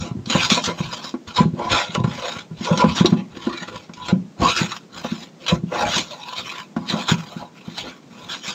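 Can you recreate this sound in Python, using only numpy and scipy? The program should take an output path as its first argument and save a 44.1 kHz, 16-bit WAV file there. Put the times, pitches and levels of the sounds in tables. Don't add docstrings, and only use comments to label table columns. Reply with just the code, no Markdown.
import sys
import numpy as np
from scipy import signal
from scipy.fft import rfft, irfft, next_fast_len
from scipy.io import wavfile
from scipy.ndimage import uniform_filter1d

SR = 44100
rng = np.random.default_rng(int(sys.argv[2]) if len(sys.argv) > 2 else 0)


def master_out(mix):
    frames = np.transpose(np.atleast_2d(mix))
    ceiling = np.clip(frames, -1, 1)
    pcm = np.round(ceiling * 32767).astype(np.int16)
    wavfile.write(sys.argv[1], SR, pcm)


N = 376613
TIMES = np.arange(N) / SR
STEPS = np.arange(0, N / SR + .01, .001)


def gain_of(db):
    return 10 ** (np.asarray(db) / 20)


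def evened(x):
    return x / np.sqrt(np.mean(x ** 2) + 1e-20)


def add(mix, s, sound):
    part = mix[round(s * SR):][:len(sound)]
    part += sound[:len(part)]


def filtered(x, points):
    f, db = np.transpose(points)
    size = next_fast_len(len(x), True)
    hz = np.fft.rfftfreq(size, 1 / SR)
    gain = gain_of(np.interp(np.log(hz + 1), np.log(f), db))
    return irfft(rfft(x, size) * gain, size)[:len(x)]


def coloured(x, points):
    return evened(filtered(x, points))


def ring(modes, uneven_db=None):
    t = np.arange(SR // 2) / SR
    if uneven_db is None:
        uneven_db = np.zeros(len(modes))
    answer = np.zeros(len(t))
    for (hz, db, t60), offset_db in zip(modes, uneven_db):
        decay = gain_of(db + offset_db - 60 * t / t60)
        answer += decay * np.sin(2 * np.pi * hz * t) / np.sqrt(t60)
    return answer / np.linalg.norm(answer)


def waver(smooth_s):
    span = max(int(smooth_s * SR), 1)
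    once = uniform_filter1d(rng.standard_normal(N), span)
    return evened(uniform_filter1d(once, span))


def swing(power):
    return np.interp(TIMES, STEPS, np.sqrt(power))


# f/Hz, relative level/dB
STREET_COLOUR = [(40, -24), (90, -28), (165, -1.5), (500, -13.5), (1580, -25.5), (6890, -30.5),
                 (11000, -39)]
STREET_DB = -47


def street():
    level = gain_of(STREET_DB + 0.5 * waver(0.046))
    return level * coloured(rng.standard_normal(N), STREET_COLOUR)


# start t/s, length t/s, rasp level/dB going in, coming out,
# load level/dB on the panel going in, coming out
LURCHES = [(0.01, 0.059, -37.5, -41, -27, -25.5), (0.291, 0.17, -27, -20.5, -21.5, -28),
           (0.501, 0.07, -15.5, -23.5, -44, -18), (0.618, 0.061, -28, -23, -55, -13.5),
           (1.371, 0.034, -20.5, -27.5, -15, -13), (1.587, 0.08, -42.5, -41, -18.5, -18),
           (1.715, 0.1, -20.5, -22, -9, -30), (1.952, 0.0033, -20, -59, -7.5, -30),
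           (2.647, 0.17, -30.5, -43, -22.5, -24), (2.789, 0.024, -26, -27.5, -11.5, -12.5),
           (2.963, 0.046, -22.5, -26.5, -30.5, -33), (3.17, 0.024, -54, -50, -25.5, -30),
           (4.063, 0.027, -29, -32, -27, -17.5), (4.42, 0.1, -23, -22, -9, -30.5),
           (4.557, 0.064, -21.5, -23, -35, -22.5), (5.488, 0.019, -17.5, -27.5, -25, -16),
           (5.717, 0.11, -39.5, -23, -18.5, -16), (5.861, 0.12, -30, -20, -18.5, -21.5),
           (6.9, 0.0044, -24, -25, -16, -24.5), (6.926, 0.093, -40, -30, -21, -29.5),
           (7.089, 0.026, -19.5, -21, -21.5, -27.5), (7.353, 0.058, -73, -50, -53, -29.5),
           (7.784, 0.063, -26, -51.5, -36, -31.5), (7.873, 0.021, -48, -38.5, -19, -39),
           (8.303, 0.04, -28.5, -32.5, -54, -48), (8.443, 0.049, -32.5, -26, -32.5, -34.5)]
RISE_DB_PER_S, FALL_DB_PER_S = 824, 357.5


def cut_power(in_column, out_column, lag_s=0):
    power = np.zeros(len(STEPS))
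    for row in LURCHES:
        start, end = row[0] + lag_s, row[0] + lag_s + row[1]
        hold_db = np.interp(STEPS, [start, end], [row[in_column], row[out_column]])
        rise_db = RISE_DB_PER_S * (start - STEPS).clip(0)
        fall_db = FALL_DB_PER_S * (STEPS - end).clip(0)
        power += gain_of(2 * (hold_db - rise_db - fall_db))
    return power


def fibres(per_s, spread_db, judder_db):
    size = gain_of(spread_db * np.minimum(rng.exponential(1, N), 5)) * rng.standard_normal(N)
    snapping = rng.random(N) < per_s / SR
    return evened(size * snapping * gain_of(judder_db * waver(0.0099)))


# t/s, centre f/Hz before each layer's limits
SCRAPE_PITCH = [(0.296, 6700), (0.363, 1076), (0.43, 4000), (0.487, 6700), (0.521, 3690), (0.657, 6820),
                (0.697, 605), (0.95, 4420), (1.361, 5500), (1.409, 583), (1.663, 620), (1.717, 3020),
                (1.769, 1000), (1.951, 3540), (1.985, 674), (2.643, 4090), (2.71, 594), (2.781, 6830),
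                (2.849, 607), (2.964, 6450), (3.02, 700), (3.06, 4320), (3.429, 3780), (3.938, 5540),
                (4.13, 635), (4.42, 647), (4.46, 1123), (4.565, 6500), (4.597, 1400), (5.051, 1477),
                (5.166, 4870), (5.476, 3460), (5.53, 590), (5.72, 720), (5.819, 1060), (6.001, 6060),
                (6.801, 720), (6.894, 3540), (6.951, 816), (7.083, 3800), (7.136, 830), (7.45, 650),
                (7.76, 3740), (8.15, 1300), (8.461, 6400)]
SCRAPE_OCTAVES = 0.7


def shifting(x, patchy_db, wide_hz, long_s, lift_db, low_hz, high_hz):
    hz, t, z = signal.stft(x, SR, nperseg=512, noverlap=384)
    field = rng.standard_normal(z.shape)
    for _ in range(2):
        field = uniform_filter1d(field, max(int(wide_hz * 512 / SR), 1), 0)
        field = uniform_filter1d(field, max(int(long_s * SR / 128), 1), 1)
    at, centre = np.transpose(SCRAPE_PITCH)
    centre_octave = np.interp(t, at, np.log2(centre.clip(low_hz, high_hz)))
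    away = np.log2(hz + 1)[:, None] - centre_octave
    lift = lift_db * np.exp(-(away / SCRAPE_OCTAVES) ** 2)
    shaped = z * gain_of(patchy_db * evened(field) + lift)
    return evened(signal.istft(shaped, nperseg=512, noverlap=384)[1][:N])


# f/Hz, relative level/dB
RASP_COLOUR = [(300, -19), (900, 5), (1500, 6.5), (1930, -6), (2500, 5), (3950, 7.5), (5790, -1),
               (6720, -36.5), (9370, -20)]


def direct_rasp(cut):
    return gain_of(1.0) * filtered(cut, RASP_COLOUR)


# f/Hz, relative level/dB, t60/s
BLADE_MODES = [(2620, 16, 0.0083), (3530, 4, 0.005), (3945, 7, 0.024), (4200, 14.5, 0.0057),
               (6710, 21, 0.0036)]


def blade_ring(cut):
    return gain_of(-6.5) * signal.oaconvolve(cut, ring(BLADE_MODES))[:N]


# f/Hz, relative level/dB, t60/s
SHEET_MODES = [(510, -1, 0.07), (589, 8, 0.06), (716, 0, 0.04), (843, 1, 0.06), (1017, 10, 0.055),
               (1110, 3, 0.03), (1400, 1.5, 0.025)]


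def sheet_ring(push):
    sheet = gain_of(-5.0) * signal.oaconvolve(push, ring(SHEET_MODES))[:N]
    return sheet + filtered(push, [(500, -16.5), (1700, -0.5), (3200, -9.5), (6000, -59.5)])


# f/Hz, relative level/dB, t60/s
BOX_MODES = [(121, -26, 0.1), (153, -15.5, 0.12), (172.3, -0.5, 0.23), (206, -9.5, 0.059), (262, 6, 0.15),
             (344, 16.5, 0.15), (375, 15, 0.047)]


def box_rumble(push):
    cavity = signal.oaconvolve(push, ring(BOX_MODES))[:N]
    rumble = gain_of(-8.5) * filtered(cavity, [(240, 0.5), (360, -6.0)])
    rocking = filtered(push, [(25, -19), (60, -9), (130, -15), (220, -39)])
    return rumble + rocking


# t/s, level/dB
HISS_TRIM = [(0.5, -0.5), (1.999, -6), (4.5, -1), (7.299, 3)]


def fine_hiss(level):
    trim = gain_of(np.interp(TIMES, *np.transpose(HISS_TRIM)))
    return filtered(level * trim * fibres(9000, 0.97, 1.2), [(7000, -31), (10500, -6.5), (16000, -7.0)])


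LOAD_LAG_S = 0.0072
CUT_HISS_DB, GLIDE_HISS_DB = -9, -2


def plane():
    flutter = sole_flutter()
    cutting = cut_power(2, 3)
    gliding = flutter * glide_power(2)
    rasp = swing(cutting + gliding)
    load = swing(cut_power(4, 5, LOAD_LAG_S) + flutter * glide_power(3))
    hiss = swing(gain_of(2 * CUT_HISS_DB) * cutting + gain_of(2 * GLIDE_HISS_DB) * gliding)
    moving = sticking()
    snaps = shifting(fibres(6000, 1.1, 1.3), patchy_db=4.0, wide_hz=300, long_s=0.03,
                     lift_db=4.5, low_hz=1350, high_hz=7000)
    cut = np.hypot(rasp * moving, jerks()) * snaps
    push = shifting(fibres(6000, 0.48, 1.07), patchy_db=6.0, wide_hz=200, long_s=0.066,
                    lift_db=7.5, low_hz=550, high_hz=2300)
    push *= load * moving
    return direct_rasp(cut) + fine_hiss(hiss * moving) + blade_ring(cut) + sheet_ring(push) + box_rumble(push)


# t/s, level/dB, pitch of the push f/Hz, hard edge level/dB relative to the second column
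BLOWS = [(0.111, -17.5, 147, -23), (0.15, -20, 234, -37), (0.167, -20, 125, -32), (0.188, -21, 129, -20),
         (0.27, -21.5, 200, -19), (0.35, -7, 168, -2), (0.516, -8.5, 203, -28), (0.674, -20, 168, -17),
         (0.803, -13, 158, -8.5), (1.14, -15, 310, -6), (1.403, -3, 179, -36), (1.454, -8.5, 159, -49),
         (1.535, -15.5, 178, -26.5), (1.892, -26, 169, -19), (1.976, -12.5, 165, -28),
         (2.002, -10, 150, -28), (2.042, -9.5, 137, -5.5), (2.076, -19, 209, -5), (2.363, -31.5, 139, 5),
         (2.51, -24, 155, -14.5), (2.607, -19, 186, -15), (2.712, -6.5, 166.5, -8), (2.84, -3.5, 186, -2),
         (3.007, -1.5, 171, -12), (3.046, -1.5, 364, -8.5), (3.124, -2, 192, -17.5), (3.47, -9, 315, -9),
         (3.62, -28, 193, -18), (3.893, -30, 183, -1.5), (4.125, -4.5, 175.5, -40),
         (4.397, -18.5, 158, -15), (4.612, -11, 162, -20), (5.046, -20, 226, 4), (5.119, -15, 220, -38),
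         (5.523, -6, 162, -18), (5.634, -15, 166, -40), (5.963, -19.5, 166, 3), (6.764, -13, 215, -3.5),
         (6.936, -11.5, 197, -24), (7.116, -5, 165, -30), (7.362, -22, 184, -20), (7.678, -22, 183, -11.5),
         (8.478, -30, 168, -20)]
UNEVEN_DB = 4


def box():
    out, sheet = np.zeros(N), ring(SHEET_MODES)
    after = np.arange(SR // 4) / SR
    grit = rng.standard_normal((len(BLOWS), len(after)))
    for (s, db, hz, edge_db), shudder in zip(BLOWS, grit):
        walls = ring(BOX_MODES, UNEVEN_DB * rng.standard_normal(len(BOX_MODES)))
        cycles = np.arange(int(3.5 * SR / hz)) / SR * hz
        push = np.sin(2 * np.pi * cycles) * cycles ** 2 * np.exp(-2.2 * cycles)
        jolts = .016 * shudder * gain_of(-60 * after / 0.35)
        jolts[0] += 1
        blows = signal.fftconvolve(jolts, push)
        boom = signal.fftconvolve(blows, walls)
        boom = 0.57 * boom / abs(boom).max()
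        rattle = signal.fftconvolve(jolts, walls)
        boom[:len(rattle)] += 0.25 * rattle / abs(rattle).max()
        boom[:len(blows)] += 0.49 * blows / abs(blows).max()
        tick = shudder * np.exp(-after / 0.013)
        edge = signal.fftconvolve(tick, sheet)
        edge[:len(tick)] += 0.55 * signal.lfilter(*signal.butter(2, 2500, fs=SR), tick)
        add(out, s, gain_of(db) * boom)
        add(out, s, gain_of(db + edge_db) * edge / abs(edge).max())
    return out


# t/s, level/dB before the jerk's rise and decay
CATCHES = [(0.257, -36), (0.298, -21.5), (0.498, -18), (0.6387, -19), (1.271, -35.5), (1.9496, -27.5),
           (2.037, -34.5), (2.774, -21), (3.0566, -14.5), (3.935, -33.5), (4.0829, -20), (5.4637, -23),
           (5.4804, -20.5)]


def sticking():
    stall, wind_up = np.zeros(N), np.linspace(0, 1, int(0.058 * SR)) ** 2
    for at, _ in CATCHES:
        add(stall, at - len(wind_up) / SR, wind_up)
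    return gain_of(-9 * np.minimum(stall, 1))


def jerks():
    envelope = np.zeros(N)
    after = np.arange(SR // 5) / SR
    for at, db in CATCHES:
        add(envelope, at, gain_of(db - 60 * after / 0.067) * (1 - np.exp(-after / 0.0013)))
    return envelope


# start t/s, length t/s, rasp level/dB, load level/dB on the panel
SOLE_GLIDES = [(0.709, 0.45, -36.5, -35), (1.256, 0.079, -43, -34.5), (1.509, 0.58, -43.5, -30.5),
               (2.021, 0.44, -34, -32), (2.542, 0.69, -37, -29.5), (3.291, 0.6, -42.5, -28.5),
               (3.947, 0.18, -44, -31.5), (4.412, 0.43, -36, -46), (4.903, 0.4, -39.5, -36.5),
               (5.397, 0.19, -37, -31.5), (5.625, 0.73, -42.5, -36), (6.222, 0.46, -36.5, -37.5),
               (6.773, 0.26, -44.5, -32), (7.057, 0.43, -42, -43), (7.53, 0.52, -46, -46),
               (8.06, 0.41, -45.5, -39.5)]
ARCH_ENDS_DB, GLIDE_FLATNESS = -24.5, 4.84


def glide_power(level_column):
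    power = np.zeros(len(STEPS))
    for row in SOLE_GLIDES:
        off_centre = abs(2 * (STEPS - row[0]) / row[1] - 1)
        power += gain_of(2 * (row[level_column] + ARCH_ENDS_DB * off_centre ** GLIDE_FLATNESS))
    return power


FLUTTER_DB, FLUTTER_S = 2.5, 0.0079
CATCH_DB, CATCH_S = 2.5, 0.022


def sole_flutter():
    swing_db = FLUTTER_DB * waver(FLUTTER_S) + CATCH_DB * waver(CATCH_S)
    flutter = np.interp(STEPS, TIMES, gain_of(2 * swing_db))
    return flutter / flutter.mean()


def yard(x):
    t = np.arange(SR // 3) / SR
    tail = rng.standard_normal(len(t)) * gain_of(-60 * t / 0.06) * (t > .004)
    return signal.oaconvolve(x, tail / np.linalg.norm(tail))[:N]


YARD_DB = -8


def scene():
    work = plane() + box()
    return (work + gain_of(YARD_DB) * yard(work) + street())[None]


# f/Hz, level/dB
MICROPHONE_COLOUR = [(20, -26.5), (60, -9.5), (110, 0), (7200, -3), (8600, -11), (9600, -20),
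                     (10800, -16.5), (15000, -12.5)]
BAND_LIMIT_HZ = 15700


def record(dry):
    heard = filtered(dry[0], MICROPHONE_COLOUR)[None]
    soft = 1.133 * np.tanh(heard / 0.99)
    low_pass = signal.firwin(511, BAND_LIMIT_HZ, window=("kaiser", 9), fs=SR)
    return signal.oaconvolve(soft, low_pass[None], "same")


dry = scene()
out = record(dry)
master_out(out)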